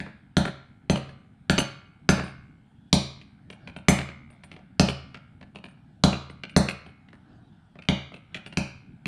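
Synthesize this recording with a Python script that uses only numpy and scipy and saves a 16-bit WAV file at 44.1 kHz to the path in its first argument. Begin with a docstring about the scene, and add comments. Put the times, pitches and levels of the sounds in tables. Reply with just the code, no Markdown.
"""A concrete porch, the microphone near a small plastic shell struck with a claw hammer.
Each blow cracks the shell, rings the steel head and sets slab and porch booming; echoes flutter under
the ceiling. Between blows the shell hops, lands and rolls. Far traffic hums behind, and once a thin
band of hiss rises in the distance."""
import sys
import numpy as np
from scipy import signal
from scipy.io import wavfile
from scipy.ndimage import uniform_filter1d

SR = 44100
rng = np.random.default_rng(int(sys.argv[2]) if len(sys.argv) > 2 else 0)


def dump(signal):
    """Clip the signal to [-1, 1] and save it as 16-bit WAV at the path in sys.argv[1]."""
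    limited = np.clip(np.atleast_2d(signal).T, -1, 1)
    pcm = np.round(limited * 32767).astype(np.int16)
    wavfile.write(sys.argv[1], SR, pcm)


N = 399987


def gain_of(db):
    """Decibels to gain."""
    return 10 ** (np.asarray(db) / 20)


def unit_rms(x):
    """Scales to rms 1."""
    return x / np.sqrt(np.mean(x ** 2) + 1e-20)


def unit_peak(x):
    """Scales to peak 1."""
    return x / abs(x).max()


def curve_at(table, hz, column=1):
    """One column of a table, interpolated over log frequency."""
    columns = np.transpose(table)
    return np.interp(np.log(hz + 1), np.log(columns[0] + 1), columns[column])


def add(mix, start_s, sound):
    """Adds a sound to the mix at its start time."""
    part = mix[max(round(start_s * SR), 0):][:len(sound)]
    part += sound[:len(part)]


def resonate(x, hz, width_hz):
    """A resonance of gain 1 at a steady or gliding pitch."""
    carrier = np.exp(2j * np.pi * np.cumsum(hz * np.ones(len(x))) / SR)
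    pole = np.exp(-np.pi * width_hz / SR)
    return 2 * (carrier * signal.lfilter([1 - pole], [1, -pole], x / carrier + 1e-18)).real


def ring(modes, length_s):
    """Struck modes: dying sines started together."""
    t = np.arange(round(length_s * SR)) / SR
    return sum(gain_of(db - 60 * t / t60) * np.sin(2 * np.pi * hz * t) for hz, db, t60 in modes)


def drifting_noise(spectrum, drift_db):
    """Coloured noise at rms 1 whose level drifts in patches of time and frequency."""
    hz = np.fft.rfftfreq(1024, 1 / SR)
    real, imag, patches = rng.standard_normal((N // 256 + 5, 513, 3)).T
    patches = unit_rms(uniform_filter1d(uniform_filter1d(patches, size=10, axis=0), size=14, axis=1))
    bins = (real + 1j * imag) * gain_of(curve_at(spectrum, hz)[:, None] + drift_db * patches)
    return unit_rms(signal.istft(bins, nperseg=1024, noverlap=768)[1][:N])


def burst(hz, width_hz, decay_ms):
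    """Tiny snaps: a dying puff of noise through a steep resonance, at rms 1."""
    age = np.arange(1800) / SR * 1000 / decay_ms
    snaps = rng.standard_normal(len(age)) * (1 - np.exp(-3 * age)) * np.exp(-age)
    for _ in range(3):
        snaps = resonate(snaps, hz, width_hz)
    return unit_rms(snaps)


# Traffic, far from the porch. Each row: frequency in Hz, relative level per hertz in dB.
TRAFFIC_SPECTRUM = [(15, -49), (25, -16.5), (59, -9), (128, -1), (243, -5.5), (326, -21), (529, -33.5),
                    (790, -25.5), (1120, -39), (1500, -29), (2070, -42), (3180, -41), (6200, -59),
                    (8550, -54), (15000, -67.5)]


def traffic():
    """Distant traffic blends into a low, gently drifting hum."""
    return gain_of(-54) * drifting_noise(TRAFFIC_SPECTRUM, drift_db=2.2)


# The shell's resonances, heard close. Each row: centre in Hz, width in Hz, relative level in dB.
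HOLLOW_BODY = [(1526, 1000, -1.5), (1587, 750, 0), (2354, 1230, 3.5), (2910, 800, -1.5)]
STIFF_RIM = [(3635, 2800, 2.5), (4274, 900, 2), (5210, 4900, -1)]
LOOSE_PARTS = [(8645, 490, -2.5), (9430, 900, -2.5), (10214, 810, -10)]
CRUSHED_PLASTIC = [(7380, 1500, 1), (10780, 2200, -6.5), (13900, 4200, -0.5)]


def crack(db, body_hz, rim_hz, rim_db, knock_db, fizz_db, decay_ms):
    """Snaps ring the shell's body; rim, dull knock and fizzing parts are set in dB against it."""
    def struck(bands, pitch_hz):  # bands weaken by 10 dB an octave away from the struck pitch
        return sum(gain_of(level - 10 * abs(np.log2(hz / pitch_hz))) * burst(hz, width, decay_ms)
                   for hz, width, level in bands)

    def rattle(bands, ms):
        return sum(gain_of(level) * burst(hz, width, ms) for hz, width, level in bands)

    body = struck(HOLLOW_BODY + [(body_hz, 600, 0)], body_hz)
    rim = struck(STIFF_RIM + [(rim_hz, 1300, -1)], rim_hz)
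    knock = rattle([(380, 260, 0), (600, 480, 0), (1100, 900, -3)], decay_ms)
    fizz = rattle(LOOSE_PARTS, ms=11)
    fizz += gain_of(0.41 * (db + 13)) * rattle(CRUSHED_PLASTIC, ms=10)  # harder hits crunch more
    parts = [(0, body), (rim_db, rim), (knock_db, knock), (fizz_db, fizz)]
    return sum(gain_of(db + level) * unit_peak(part) for level, part in parts)


# The hammer's steel head. Each row: pitch in Hz, relative level in dB, time to fall 60 dB in seconds.
STEEL_MODES = [(6202, 4, 0.16)]
# Blows, close to the microphone. Each row: start in seconds, force as boom level in dB, crack in dB,
# body pitch in Hz, rim pitch in Hz, rim against the crack in dB, fizz in dB, steel ring gain in dB.
HAMMER_BLOWS = [(0.0004, -28.5, -24.5, 1560, 3780, -8.5, -55.5, -73),
                (0.3663, -10, -16, 1610, 4020, 0, -32, -45.5),
                (0.8957, -11.5, -15, 1600, 3650, -6, -34, -40),
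                (1.495, -12, -10.5, 1610, 3360, -1.5, -31.5, -45),
                (1.5782, -15, -20, 2900, 4160, -0.5, -48, -34.5),
                (2.0883, -9, -10, 1440, 4420, -4, -27, -32.5),
                (2.9266, -9.5, -19, 2426, 4344, 11.5, -24.5, -49.5),
                (3.8821, -7.5, -9.5, 2120, 5030, -5.5, -20, -30.5),
                (4.794, -8, -15, 2036, 4800, 5.5, -32, -35.5),
                (6.0355, -7.5, -13.5, 3460, 4100, 6, -29.5, -49),
                (6.5618, -7.5, -23.5, 1950, 3890, 10, -24, -39),
                (7.885, -12.5, -13.5, 2495, 3470, -2.5, -47, -64),
                (8.57, -16.5, -18.5, 2420, 4860, -3.5, -39.5, -51),
                (9.055, -23.5, -23, 2510, 4120, -9, -60, -74)]


def hammer_blows(thud):
    """Blows crack the shell and ring the head. Returns direct sound, feed to the porch echo, boom."""
    direct, echo_feed, booms = np.zeros((3, N))
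    for start, force_db, db, body_hz, rim_hz, rim_db, fizz_db, steel_db in HAMMER_BLOWS:
        knock_db = -12 + 1.5 * (force_db + 8.5)  # the knock falls with the force
        hit = crack(db, body_hz, rim_hz, rim_db, knock_db - db, fizz_db - db, decay_ms=.68)
        steel = gain_of(steel_db) * ring(STEEL_MODES, length_s=.2)
        add(direct, start, hit)
        add(direct, start, steel)
        add(echo_feed, start, gain_of(-4.5) * hit)
        add(echo_feed, start, gain_of(-13) * steel)
        add(booms, start + BOOM_LAG_S, gain_of(force_db) * thud)
    return direct, echo_feed, booms


# Low modes of the slab underfoot and the porch. Each row: pitch in Hz, relative level in dB,
# time to fall 60 dB in seconds, sign of the first swing.
SLAB_MODES = [(74, -12, .13, 1), (104, -12, .04, -1), (135, -20.6, .55, 1), (154, -13.7, .19, -1),
              (177, 0, .11, -1), (196, -6.8, .21, -1), (219, -18.4, .29, -1), (243, -.3, .06, -1),
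              (283, -33, .42, 1), (319, -24, .3, -1), (348, -6.2, .04, -1), (414, -24, .11, 1),
              (48, -17, .15, 1), (77, -28, .7, 1)]
# Higher waves between slab, wall and ceiling.
# Each row: pitch in Hz, relative level in dB, time to fall 60 dB in seconds.
STANDING_WAVES = [(410, -4, .12), (558, -1, .35), (620, -1, .3), (706, 2, .18), (760, -6, .35),
                  (853, -2, .25), (935, -6, .3), (1558, -13, .3)]
BOOM_LAG_S, BOOM_RISE_S = .0008, .01


def slab_boom(length_s=.7):
    """The slab takes a hit; its low modes and the standing waves swell over milliseconds and beat."""
    t = np.arange(round(length_s * SR)) / SR
    slab = sum(sign * ring([(hz, db, t60)], length_s) for hz, db, t60, sign in SLAB_MODES)
    standing = gain_of(-25) * ring(STANDING_WAVES, length_s)
    swell = 1 - np.exp(-t / BOOM_RISE_S)
    return unit_peak(swell * (slab + standing))


# The porch around the microphone. 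Each row: frequency in Hz, time to fall 60 dB in seconds, gain in dB.
PORCH_DECAY = [(300, .5, -6), (1000, .5, 0), (2000, .5, 0), (3500, .5, 0), (5500, .42, 0), (9000, .3, 0),
               (14000, .26, 0)]


def porch_echo(x, ceiling_delay_s=.0125):
    """The porch returns sparse echoes of random sign, each band dying at its own speed."""
    echoes = np.zeros(SR)
    slots = np.arange(100, SR - 20, 20)
    echoes[slots + rng.integers(0, 20, len(slots))] = rng.choice([-1., 1.], len(slots))
    hz, t, bins = signal.stft(echoes, SR, nperseg=256)
    decay = gain_of(-60 * t / curve_at(PORCH_DECAY, hz)[:, None])
    tail = signal.istft(bins * decay, SR, nperseg=256)[1]
    bins = signal.stft(tail / np.linalg.norm(tail), SR, nperseg=256)[2]
    colour = gain_of(curve_at(PORCH_DECAY, hz, column=2)[:, None])
    tail = signal.istft(bins * colour, SR, nperseg=256)[1][:SR]
    wall_lift = np.where(np.arange(SR) < ceiling_delay_s * SR, gain_of(1.5), 1)  # the wall answers first
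    return signal.fftconvolve(x, wall_lift * tail)[:N]


# Bands that keep bouncing under the ceiling.
# Each row: centre in Hz, width in Hz, gain in dB, time to fall 60 dB in seconds.
FLUTTER_BANDS = [(1310, 610, -11, .75), (2120, 320, -16, 1), (2820, 270, -17, .6)]


def flutter_echo(x, round_trip_s=.01447):
    """Sound bounces between slab and ceiling in evenly spaced echoes."""
    t = np.arange(SR) / SR
    echoes, tail = np.zeros((2, SR))
    echoes[np.round(np.arange(round_trip_s, 1, round_trip_s) * SR).astype(int)] = 1
    for hz, width, db, t60 in FLUTTER_BANDS:
        dying = echoes * gain_of(db - 60 * t / t60)
        tail += resonate(resonate(dying, hz, width), hz, width)
    return signal.fftconvolve(x, tail)[:N]


# Clicks near the microphone, mostly the shell landing or rocking. The two at 1.58 s are further cracks
# of a drawn-out blow, 4.086 s is a faint tick in the flutter echo, 6.4924 s a brief scrape on concrete.
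# Each row: start in seconds, crack in dB, body pitch in Hz, knock and fizz in dB against the crack.
SHELL_CLICKS = [(0.0602, -45, 1630, 7, -33), (0.4502, -23.5, 1820, 0.5, -22),
                (0.9548, -27, 2950, -0.5, -21), (1.0877, -45, 1650, 0, -29), (1.5815, -14, 2800, -9, -14),
                (1.5853, -23, 2850, -4, -19.5), (2.1774, -32, 1520, 5, -32), (2.1937, -29.5, 2060, 0, -40),
                (2.234, -40.5, 1570, 5.5, -13), (2.2759, -43, 2640, 0.5, -19),
                (3.2107, -42.5, 2720, -13, -37), (3.4987, -34.5, 2720, -6, -25),
                (3.672, -35.5, 2230, -4.5, -31.5), (3.7608, -36, 2670, 0.5, -24),
                (3.9855, -24, 2330, -3, -47), (4.086, -38.5, 2180, -1, -51), (4.2997, -54, 2065, 1, -8),
                (4.433, -42, 2430, -4, -14.5), (4.5127, -39, 2550, -7, -28), (4.561, -43.5, 2600, -1, -35),
                (4.8835, -19, 3080, -5.5, -24.5), (5.1416, -36, 1730, -6.5, -54.5),
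                (5.1501, -41, 1990, -6, -40), (5.4092, -46, 1964, 2, -34), (5.4247, -44.5, 1550, -3.5, -47),
                (5.5457, -53.5, 3300, 6.5, -12), (5.555, -35, 2410, -4, -45),
                (5.6378, -35.5, 2400, -4.5, -27), (5.682, -52, 1580, -33, -13),
                (6.1262, -26.5, 2540, -0.5, -41), (6.296, -40, 2120, -1, -23),
                (6.4329, -27, 2440, -11, -67), (6.4924, -41, 2580, -19.5, -22),
                (6.6839, -18.5, 2300, -12.5, -22), (6.8604, -46, 2610, 1.5, -24),
                (7.0836, -50.5, 2000, -5, -41.5), (7.1275, -47.5, 1790, 0, -28),
                (7.7525, -54.5, 1740, 8, -44.5), (7.7862, -44, 2270, -0.5, -50),
                (7.8196, -41, 2540, -12.5, -33), (8.1168, -51.5, 2420, 9, -29),
                (8.1385, -40, 2510, -1.5, -25), (8.3424, -25.5, 2530, -27, -35.5),
                (8.3491, -32, 2430, -6, -30), (8.4594, -34, 2740, -7, -23), (8.523, -39, 2680, -2.5, -22)]


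def shell_clicks(thud, chatter_within_s=.03):
    """The shell clicks and chatters twice more. Returns direct sound, feed to the porch echo, boom."""
    direct, echo_feed, booms = np.zeros((3, N))
    chatters = rng.random((len(SHELL_CLICKS), 2, 2))
    for (start, db, body_hz, knock_db, fizz_db), chatter in zip(SHELL_CLICKS, chatters):
        hit = crack(db, body_hz, rim_hz=3600, rim_db=-10, knock_db=knock_db, fizz_db=fizz_db,
                    decay_ms=2.57)
        add(direct, start, hit)
        for lateness, softness in chatter:
            add(direct, start + chatter_within_s * lateness, gain_of(-8 - 2 * softness) * hit)
        add(echo_feed, start, gain_of(-11) * hit)
        boom_db = db + knock_db + .5  # a light knock barely stirs the slab
        add(booms, start + BOOM_LAG_S, gain_of(boom_db) * thud)
    return direct, echo_feed, booms


# A thin hiss, far off. Each row: time in seconds, centre in Hz, level in dB.
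HISS_GLIDE = [(2.3, 2520, -92), (2.45, 2720, -83), (2.7, 3200, -88), (2.899, 3410, -79.5)]


def rising_hiss():
    """A faint band of noise glides upward through one narrow resonance."""
    times, hz, db = np.transpose(HISS_GLIDE)
    t = np.arange(N) / SR
    band = resonate(rng.standard_normal(N), np.interp(t, times, hz), width_hz=120)
    return gain_of(np.interp(t, times, db, left=-140, right=-140)) * unit_rms(band)


# The shell rolls on the slab nearby, one list a roll. Each row: time in seconds, level in dB.
ROLL_LEVELS = [
    [(3.35, -75.5), (3.552, -71.5), (3.678, -60), (3.82, -72)],
    [(4.3, -61.5), (4.422, -69), (4.562, -61.5), (4.74, -89)],
    [(5.7, -74), (5.834, -74.5), (5.98, -73)],
    [(6.95, -79.5), (7.164, -76), (7.306, -63), (7.534, -69), (7.792, -74.5), (7.83, -70)],
    [(8.17, -97.5), (8.382, -52.5), (8.5, -78)],
]
# Plastic scuffing on concrete. Each row: frequency in Hz, relative level per hertz in dB.
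GRIT_SPECTRUM = [(180, -40.5), (300, 0.5), (457, -18), (741, -1.5), (1000, -17), (1530, -8.5), (2260, -29),
                 (3450, -18.5), (11000, -61), (14300, -87), (22000, -120)]


def shell_rolls():
    """The shell scuffs over the concrete: a gritty hiss that swells and fades with each roll."""
    level = np.zeros(N)
    for roll in ROLL_LEVELS:
        times, db = np.transpose(roll)
        t = np.arange(times[0], times[-1], 1 / SR)
        add(level, times[0], gain_of(np.interp(t, times, db)) * signal.windows.tukey(len(t), .2))
    grain_db = unit_rms(uniform_filter1d(rng.standard_normal(N), size=300))
    return level * unit_rms(gain_of(grain_db) * drifting_noise(GRIT_SPECTRUM, drift_db=4.5))


def scene():
    """Blows, clicks and rolls on the porch over the distant traffic and hiss, in mono."""
    onset_delay_s = .002  # all hits start this long after their listed times
    thud = slab_boom()
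    direct, echo_feed, booms = np.add(hammer_blows(thud), shell_clicks(thud))
    hits = direct + flutter_echo(direct) + porch_echo(echo_feed) + booms
    hits = np.pad(hits, (round(onset_delay_s * SR), 0))[:N]
    return (hits + traffic() + shell_rolls() + rising_hiss())[None]


# The microphone on the porch. Each row: frequency in Hz, gain in dB.
MICROPHONE_RESPONSE = [(20, -7.5), (60, 0.5), (10000, 4.5), (12000, -3.5), (16000, -18.5)]


def record(dry):
    """The microphone dulls the very top, the hardest cracks overload softly, then the band is limited."""
    overload_ceiling, band_edge_hz = 1.5, 15750
    hz = np.linspace(0, SR / 2, 513)
    microphone = signal.firwin2(1023, hz, gain_of(curve_at(MICROPHONE_RESPONSE, hz)), fs=SR)
    heard = signal.oaconvolve(dry, microphone[None], "same")
    rounded = overload_ceiling * np.tanh(heard / overload_ceiling)
    lowpass = signal.firwin(511, band_edge_hz, window=("kaiser", 9), fs=SR)
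    return signal.oaconvolve(rounded, lowpass[None], "same")


dry = scene()
out = record(dry)
dump(out)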